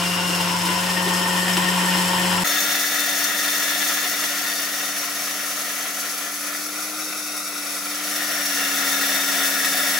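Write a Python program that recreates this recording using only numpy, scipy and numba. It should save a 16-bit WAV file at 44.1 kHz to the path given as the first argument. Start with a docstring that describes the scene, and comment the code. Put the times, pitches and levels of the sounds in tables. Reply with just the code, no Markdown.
"""Kitchen grinder milling grain

Dry grain rattles in a plastic jar and makes it ring, while the shaft and the motor's iron hum.
A heavy load holds the motor slow and makes the blade knock. After an abrupt change, a lighter
load of seeds hisses over a much faster motor. The microphone drifts away and back in a small kitchen."""
import sys
import numpy as np
from scipy import signal
from scipy.fft import rfft, irfft, next_fast_len
from scipy.io import wavfile
from scipy.ndimage import uniform_filter1d
from numba import njit

SR = 44100
rng = np.random.default_rng(int(sys.argv[2]) if len(sys.argv) > 2 else 0)


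def put_to_file(sound):
    """Save the sound as 16-bit audio at rate SR, in the file named by the first command-line argument."""
    columns = np.atleast_2d(sound).T  # one column per channel
    safe = np.clip(columns, -1, 1)
    whole_steps = np.round(safe * 32767)
    wavfile.write(sys.argv[1], SR, whole_steps.astype(np.int16))


N = 440554
T = np.arange(N) / SR
CLOSE_M = 0.15  # the distance that counts as close to the jar

# wall echoes against the direct sound: f/Hz, level with heavy load/dB, level with light load/dB
WALL_ECHOES = [(60, -4, -32), (350, -12, -4.5), (690, -21, -18), (1300, -1.5, -9.5), (1840, -4.5, -8),
               (2880, -5, -0.5), (4600, -4.5, -7.5), (5700, -4.5, -3), (8050, -11.5, -7.5),
               (10200, 9, -2.5), (10870, 4, -1), (12100, -9, -29), (16000, 8, -4.5)]


def amp(db):
    """Turn decibels into a gain."""
    return 10 ** (np.asarray(db) / 20)


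def unit(x):
    """Scale a signal to an average power of 1."""
    return x / np.sqrt(np.mean(x ** 2))


def steady(x, size=16000):
    """Even out level changes slower than about size samples."""
    return x / np.sqrt(uniform_filter1d(x ** 2, size=size))


def curve(table):
    """Join (time, value) points with straight lines."""
    return np.interp(T, *np.transpose(table))


def walk(per_s):
    """A smooth random wander with a typical size of 1."""
    step = max(int(SR / per_s), 1)
    held = np.repeat(rng.standard_normal(N // step + 1), step)[:N]
    return unit(uniform_filter1d(uniform_filter1d(held, step), step))


def colour(x, points):
    """Shape the tone along (f/Hz, gain/dB) points."""
    size = next_fast_len(N)
    hz, db = np.transpose(points)
    f = np.maximum(np.fft.rfftfreq(size, 1 / SR), 1)
    gain = amp(np.interp(np.log(f), np.log(hz), db))
    return irfft(rfft(x, size) * gain, size)[:N]


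def split(x):
    """Part a sound into its body (below 4000 Hz) and its hiss (above)."""
    body = signal.sosfiltfilt(signal.butter(4, 4000, fs=SR, output="sos"), x)
    return body, x - body


@njit
def resonate(x, hz, width):
    """One resonance whose centre may move, with gain 1 at the centre."""
    y, band, low = np.empty(len(x)), 0., 0.
    for i in range(len(x)):
        g = np.tan(np.pi * hz[i] / SR)
        damping = np.pi * width / SR * (1 + g * g) / g
        v = (band + g * (x[i] - low)) / (1 + g * (g + damping))
        band, low, y[i] = 2 * v - band, low + 2 * g * v, damping * v
    return y


def ring(x, hz, width_hz):
    """Let a sound ring at a fixed or moving pitch."""
    return resonate(x, hz + np.zeros(N), float(width_hz))


def away(metres, far_m):
    """Distance as a share, from 0 close to the jar to 1 at far_m."""
    return np.clip((metres - CLOSE_M) / (far_m - CLOSE_M), 0, 1)


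def gain_at(metres, close_db, fall_db):
    """A sound loses fall_db each time the distance doubles."""
    return amp(close_db - fall_db * np.log2(metres / CLOSE_M))


def ports(x, lag_s):
    """Sound reaches the microphone's right opening a little before the left."""
    return np.array([np.interp(T - lag_s, T, x), x])


def kitchen(x, tone, t60_s):
    """Close, hard walls add short echoes that differ between left and right."""
    t = T[:SR // 4]
    onset = np.minimum(t / 0.0069, 1) ** 2
    tail = rng.standard_normal(len(t)) * amp(-60 * t / t60_s) * onset
    echoes = signal.fftconvolve(x, tail / np.linalg.norm(tail))[:N]
    side = colour(echoes, tone)
    return np.array([x + side, x - side])


def bounces(x, metres, echo_db, count):
    """Faint echoes off the counter and walls slide against the direct sound as the microphone moves."""
    paths = rng.random((count, 2))
    delays_s = np.interp(paths[:, 0], [0, 1], [.0025, .009])
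    slopes = np.cos(np.pi * paths[:, 1]) / 343  # extra delay in seconds per metre moved
    echoes = sum(np.interp(T - delay - slope * metres, T, x) for delay, slope in zip(delays_s, slopes))
    return x + amp(echo_db) * echoes


def hollow(x, metres):
    """Echoes off the housing cancel or lift bands that slide up as the microphone backs away."""
    # bands: close f/Hz, far f/Hz, width/Hz, close gain/dB, far gain/dB
    bands = [(1480, 1780, 90, -1.0, -5.5), (2100, 2450, 240, 0.0, 3.0), (2410, 3010, 470, -2.0, -15.0),
             (2650, 3370, 280, 1.0, -10.0), (3110, 4070, 330, -2.5, -1.5)]
    far = away(metres, far_m=0.45) ** 1.7
    for near_hz, far_hz, width_hz, near_db, far_db in bands:
        db = near_db + (far_db - near_db) * far ** 3
        x = x + (amp(db) - 1) * ring(x, near_hz + (far_hz - near_hz) * far, width_hz)
    return x


def mains_hum(tones, flutter_db):
    """The motor's iron hums at even multiples of the mains frequency."""
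    return sum(np.sqrt(2) * amp(db + flutter_db * walk(4)) * np.sin(2 * np.pi * hz * T)
               for hz, db in tones)


def shaft_angle(hz, wobble):
    """How far the shaft has turned; the uneven load makes its speed wobble."""
    return 2 * np.pi * np.cumsum(hz * (1 + wobble * walk(24.97))) / SR


def shaft_hum(angle, harmonics, flutter_db):
    """The unbalanced blade shakes the housing; higher harmonics flutter more."""
    out = 0
    for multiple, db in harmonics:
        gain = amp(db + flutter_db * np.sqrt(multiple) * walk(12))
        out = out + gain * np.sin(multiple * angle + rng.uniform(0, 2 * np.pi))
    return np.sqrt(2) * out


def whine(rubbing):
    """Meal rubbing on the wall keeps a few notes of the jar singing; they waver and flutter."""
    # notes: start/s, fade/s, end/s, f/Hz, width/Hz, waver/share of f, flutter/dB, level/dB
    notes = [(-0.083, 0.22, 0.55, 2810, 160, .002, 0, -34), (0.47, .08, 0.88, 995, 78, .003, 1.5, -33.5),
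             (0.68, 0.4, 2.5, 1822, 120, .003, 4.5, -36), (-.1, .1, 3, 5310, 330, .006, 1, -37.5)]
    out = 0
    for start_s, fade_s, end_s, hz, width_hz, waver, flutter_db, db in notes:
        centre = hz * (1 + waver * walk(30))
        note = ring(ring(rubbing, centre, width_hz), centre, width_hz)
        fade = np.clip(np.minimum(T - start_s, end_s - T) / fade_s, 0, 1)
        out = out + steady(note, size=2400) * amp(db + flutter_db * walk(60.16)) * fade
    return out


def knocking(angle, scatter, bout_db, bouts_per_s):
    """The loaded blade knocks once a turn, unevenly and in bouts, and rings the base of the jar."""
    # notes of the base: f/Hz, width/Hz, relative level/dB
    notes = [(912, 80, 0), (972, 70, 0), (1075, 70, -5)]
    # loudness of the knocking: t/s, level/dB
    loudness = [(0, -41), (.65, -32.5), (.95, -35), (1.13, -30.5), (1.4, -34.5), (1.85, -29.8),
                (2.43, -30.3)]
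    new_turn = np.diff(np.floor(angle / (2 * np.pi)), prepend=0)
    size = (1 + scatter * rng.standard_normal(N)) * rng.choice([-1, 1], N)
    knocks = new_turn * size * amp(bout_db * np.tanh(walk(bouts_per_s)))
    base = sum(amp(db) * ring(ring(knocks, hz, width), hz, width) for hz, width, db in notes)
    return steady(base) * amp(curve(loudness))


def swell(x):
    """Single notes of the jar rise and sink as the load shifts or the microphone moves."""
    # swells: peak t/s, half length/s, f/Hz, width/Hz, boost/dB
    swells = [(4.51, 0.17, 4650, 250, 5.0), (4.89, 0.45, 5720, 170, 5.0), (5.89, 0.51, 6220, 140, 4.0),
              (6.43, 0.22, 1750, 70, 7.5), (7.3, 0.47, 5530, 190, 8.0), (7.31, 0.57, 3730, 170, 6.5),
              (7.43, 0.4, 8760, 390, 5.5), (8.31, 0.29, 11110, 250, 3.5), (8.44, 0.23, 5660, 210, 6.5),
              (8.63, 0.1, 2740, 170, 4.5), (9.06, 0.26, 5870, 160, 4.0), (9.85, 0.45, 1830, 160, 3.0)]
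    for peak_s, half_s, hz, width_hz, db in swells:
        bump = np.exp(-((T - peak_s) / half_s) ** 2)
        x = x + (amp(db) - 1) * bump * ring(x, hz, width_hz)
    return x


def cracks(decay_s):
    """Hard kernels break on the blade: two gains, for body and hiss, that jump and fall back."""
    # breaking kernels: t/s, body boost/dB, hiss boost/dB
    kernels = [(.684, 4, 0), (1.481, 6, 3), (1.569, 11, 6.5), (2.323, 3, 4.5), (2.473, 4, 6.5),
               (2.602, 1, 6), (2.994, 3, 3), (3.242, 2, 6), (4.236, 7, 4), (5.029, 3.5, 2), (7.265, -1, 3),
               (8.452, 4, 3), (9.031, 8.5, 1), (9.647, 4, 5)]
    kicks = np.zeros((2, N))
    for at_s, body_db, hiss_db in kernels:
        kicks[:, int(at_s * SR)] += amp([body_db, hiss_db]) - 1
    return 1 + signal.lfilter([1], [1, -np.exp(-1 / (decay_s * SR))], kicks)


def impacts(angle, per_s, spread_db, turn_depth, blade_depth, clump_db):
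    """Dense, uneven grain hits grow stronger once a turn, at both blade wings and in clumps."""
    hit = rng.random(N) < per_s / SR
    size = amp(spread_db * np.minimum(rng.exponential(size=N), 4)) * rng.choice([-1, 1], N)
    sweep = 1 + turn_depth * np.sin(angle) + blade_depth * np.sin(2 * angle)
    clumps = amp(clump_db * (walk(110) + .5 * walk(25)))
    return unit(hit * size * sweep * clumps)


def jar(coarse, fine, tone, notes, far, rattle_db, beaming):
    """Coarse pieces ring the jar's low notes, fine meal the high ones; each spreads its own way."""
    body_burst, hiss_burst = cracks(decay_s=0.0077)
    out = colour(split(coarse)[0] * body_burst + split(fine)[1] * hiss_burst, tone)
    for hz, far_hz, width_hz, near_db, far_db in notes:
        # with beaming, high notes leave in narrow beams and change first as the microphone moves
        shift = far ** np.clip((3320 / hz) ** beaming, .5, 2.4)
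        db = near_db + (far_db - near_db) * shift
        if hz < 1100:
            db = db + rattle_db * walk(45)  # low notes swell as the load tumbles
        out = out + (amp(db) - 1) * ring(out, hz + (far_hz - hz) * far, width_hz)
    return out


def grinding(sound, body_gain, hiss_gain):
    """The body and the hiss of the grinding each have their own level."""
    body, hiss = split(sound)
    return steady(body) * body_gain + steady(hiss) * hiss_gain


def heavy_load(metres):
    """A slow, labouring motor hums strongly under rattling grain."""
    # shaft slowly freeing itself: t/s, speed/Hz
    speed = [(0.03, 177.4), (0.63, 176.4), (0.71, 179.6), (2.42, 180.7)]
    # shaft hum: multiple of the speed, relative level/dB
    harmonics = [(1, 0), (2, -27), (3, -10.5), (4, -18.5), (5, -9), (6, -20)]
    # magnetic hum: f/Hz, level/dB
    iron_tones = [(100, -47), (200, -67)]
    # overall tone of the grinding: f/Hz, gain/dB
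    tone = [(25, -39), (60, -15), (120, -6), (240, -7.5), (450, -5.5), (1200, -1.5), (2400, 0), (4000, 2.5),
            (7000, 3), (9000, -0.5), (13000, -9.5), (16000, -6.5)]
    # jar resonances: f/Hz, width/Hz, close gain/dB, far gain/dB
    jar_notes = [(340, 50, 13, 13), (705, 45, 5, 7), (945, 70, 5.5, 5.5), (1070, 80, 5, 6),
                 (1230, 120, -3, -1), (1440, 110, 5, 6), (1690, 120, 1, -3), (1830, 70, 4, 0),
                 (2280, 180, -4, -1.5), (2810, 90, 4, 5), (3090, 130, 6, 4), (3240, 160, 0, -7),
                 (3750, 400, -3, -1), (4800, 250, 2.5, 2), (5320, 280, 4.5, 7), (7700, 260, 7.5, 0),
                 (8350, 500, 2.5, 3.5), (9150, 600, 4, 1), (11600, 900, 11.5, 8), (15200, 700, 4, 0)]
    far = away(metres, far_m=0.21) ** 2
    angle = shaft_angle(curve(speed), wobble=0.0021)
    coarse = impacts(angle, 11000, spread_db=2.0, turn_depth=0.081, blade_depth=0.036, clump_db=0.77)
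    fine = impacts(angle, 14000, spread_db=2.5, turn_depth=0.098, blade_depth=0.13, clump_db=0.84)
    notes = [(hz, hz, width, near_db, far_db) for hz, width, near_db, far_db in jar_notes]
    ringing = jar(coarse, fine, tone, notes, far, rattle_db=2.1, beaming=0)
    grain = grinding(ringing, gain_at(metres, -25, fall_db=3.5), gain_at(metres, -29.5, fall_db=3))
    grain = grain + whine(coarse) + knocking(angle, scatter=0.41, bout_db=7.0, bouts_per_s=50)
    motor = gain_at(metres, -27, fall_db=4.5) * shaft_hum(angle, harmonics, flutter_db=-1.0)
    iron = mains_hum(iron_tones, flutter_db=-1.2)
    walls = [(hz, db) for hz, db, _ in WALL_ECHOES]
    return kitchen(grain, walls, t60_s=0.07) + ports(motor + iron, lag_s=0.00022)


def light_load(metres):
    """A fast motor hums thinly under hissing seeds."""
    # shaft surging as the seeds slip and sagging as they catch: t/s, speed/Hz
    speed = [(2.47, 291.5), (4.25, 291), (5.4, 288.5), (5.81, 284.8), (6.46, 292), (7.0, 310.5), (7.2, 302),
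             (7.65, 292.5), (8.1, 297.5), (8.35, 294), (8.57, 282.5), (8.85, 278.5), (9.3, 282), (9.6, 278),
             (9.97, 281)]
    # shaft hum: multiple of the speed, relative level/dB
    harmonics = [(1, 1.5), (2, -12.5), (5, -7)]
    # loudness of the shaft hum: t/s, level/dB
    hum_level = [(2.47, -41), (3.9, -43.5), (5, -45.5), (6.2, -47.5), (7, -42.5), (7.45, -45.5), (8, -43),
                 (8.8, -39), (9.3, -40.5), (9.95, -40)]
    # magnetic hum, close in front: f/Hz, level/dB
    iron_tones = [(100, -81), (200, -49), (300, -56)]
    # overall tone of the grinding: f/Hz, gain/dB
    tone = [(25.0, -44.0), (60.0, -27), (110.0, -28.5), (170.0, -6.5), (350.0, -6), (520.0, -1.5),
            (1000.0, -2.5), (2200.0, 0.5), (3200.0, 2), (4500.0, 6), (7000.0, 1.5), (11000.0, 1),
            (13900.0, -1.5), (16000.0, -1)]
    # jar resonances, negative where its walls cancel the sound:
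    # close f/Hz, far f/Hz, width/Hz, close front gain/dB, far gain/dB, close side gain/dB
    jar_notes = [(395, 390, 60, 1.0, 4.5, 1.5), (575, 545, 80, 2.0, 4.5, 2.5),
                 (710, 720, 100, 9.0, 7.0, 10.0), (850, 850, 130, -7.5, -8.0, -7.0),
                 (995, 1035, 120, -1.0, 1.5, -2.0), (1315, 1290, 125, 9.5, 11.5, 9.0),
                 (1445, 1430, 90, 6.0, 8.5, 7.0), (1505, 1600, 80, -5.5, -6.0, -4.5),
                 (1700, 1735, 80, 8.0, -4.0, 8.0), (1860, 1845, 90, 10.5, -11.0, 11.0),
                 (1985, 1945, 85, 6.5, 8.0, 3.5), (2230, 2315, 150, 4.0, 3.0, 5.5),
                 (2670, 2685, 115, 4.0, 3.5, 3.0), (3600, 3670, 125, 12.0, 0.0, 10.0),
                 (3825, 3920, 185, -7.0, -1.0, -3.0), (4200, 4380, 255, 2.5, -3.0, 0.0),
                 (4875, 4915, 150, -2.0, 3.5, -2.0), (5070, 5135, 280, -7.0, -3.5, -2.5),
                 (5340, 5315, 205, 3.5, 0.0, 6.0), (5560, 5640, 220, 5.5, 2.0, 2.0),
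                 (5825, 5870, 195, 1.0, 2.5, 3.0), (6220, 6235, 200, -0.5, 3.0, 1.0),
                 (6575, 6570, 270, 7.5, 2.5, 2.0), (7570, 7490, 355, -1.5, -3.5, 0.5),
                 (7825, 7895, 290, -4.0, 3.5, 3.5), (8765, 8650, 730, -2.0, -6.0, -6.0),
                 (9310, 9325, 240, 6.5, 0.0, 1.0), (9715, 9785, 300, -2.0, 1.0, 2.5),
                 (10495, 10510, 255, -2.0, 8.0, 6.5), (11110, 11115, 290, -0.5, 7.0, -1.0),
                 (12220, 12235, 400, 4.5, 0.0, 1.0), (12645, 12810, 530, 5.0, 0.0, 5.5),
                 (14880, 14900, 400, 2.0, -0.5, 0.0), (15475, 15475, 390, 6.5, 2.0, 8.5)]
    far = away(metres, far_m=0.49)
    turned = np.clip((T - 6.6) / 2.9, 0, 1)  # the microphone comes round to the side of the jar
    angle = shaft_angle(curve(speed), wobble=0.00355)
    coarse = impacts(angle, 18000, spread_db=2.0, turn_depth=0.067, blade_depth=0.12, clump_db=0.95)
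    fine = impacts(angle, 22000, spread_db=2.5, turn_depth=0.16, blade_depth=0.08, clump_db=0.92)
    notes = [(hz, far_hz, width, front_db + (side_db - front_db) * turned, far_db)
             for hz, far_hz, width, front_db, far_db, side_db in jar_notes]
    ringing = jar(coarse, fine, tone, notes, far, rattle_db=0.9, beaming=1.37)
    ringing = swell(hollow(ringing, metres))
    ringing = bounces(ringing, metres, echo_db=-24, count=14)
    grain = grinding(ringing, gain_at(metres, -25, fall_db=6), gain_at(metres, -24, fall_db=4.5))
    motor = amp(curve(hum_level)) * shaft_hum(angle, harmonics, flutter_db=0.77)
    iron_db = 2.5 * turned - 6 * far  # louder from the side, weaker a step back
    iron = amp(iron_db) * mains_hum(iron_tones, flutter_db=0)
    walls = [(hz, db) for hz, _, db in WALL_ECHOES]
    return kitchen(grain, walls, t60_s=0.11) + ports(motor + iron, lag_s=0.0002)


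def scene():
    """The heavy load gives way to the light one with a very short dip."""
    # the microphone moves in, backs away and returns: t/s, distance from the jar/m
    path = [(0, 0.2), (.45, 0.2), (1.1, 0.18), (1.6, 0.14), (2.5, 0.14), (3.0, 0.17), (3.85, 0.17),
            (5.1, 0.3), (5.9, 0.32), (6.35, 0.38), (7.4, 0.45), (7.9, 0.37), (8.2, 0.24), (8.85, 0.16),
            (9.9, .15)]
    change_s, fade_s = 2.437, 0.013
    metres = curve(path)
    fade_in = np.clip((T - change_s) / fade_s, 0, 1)
    return heavy_load(metres) * (T < change_s) + light_load(metres) * fade_in


def record(dry):
    """The left side is louder than the right, and the highest treble is cut steeply."""
    # left minus right: f/Hz, level/dB
    balance = [(60, 2.3), (200, 3.0), (600, 2.4), (2500, 3), (8000, 2.6), (12000, .3), (16000, .2)]
    left = colour(dry[0], [(hz, db / 2) for hz, db in balance])
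    right = colour(dry[1], [(hz, -db / 2) for hz, db in balance])
    treble_cut = signal.ellip(10, .2, 80, 15750, fs=SR, output="sos")
    return signal.sosfilt(treble_cut, [left, right])


dry = scene()
out = record(dry)
put_to_file(out)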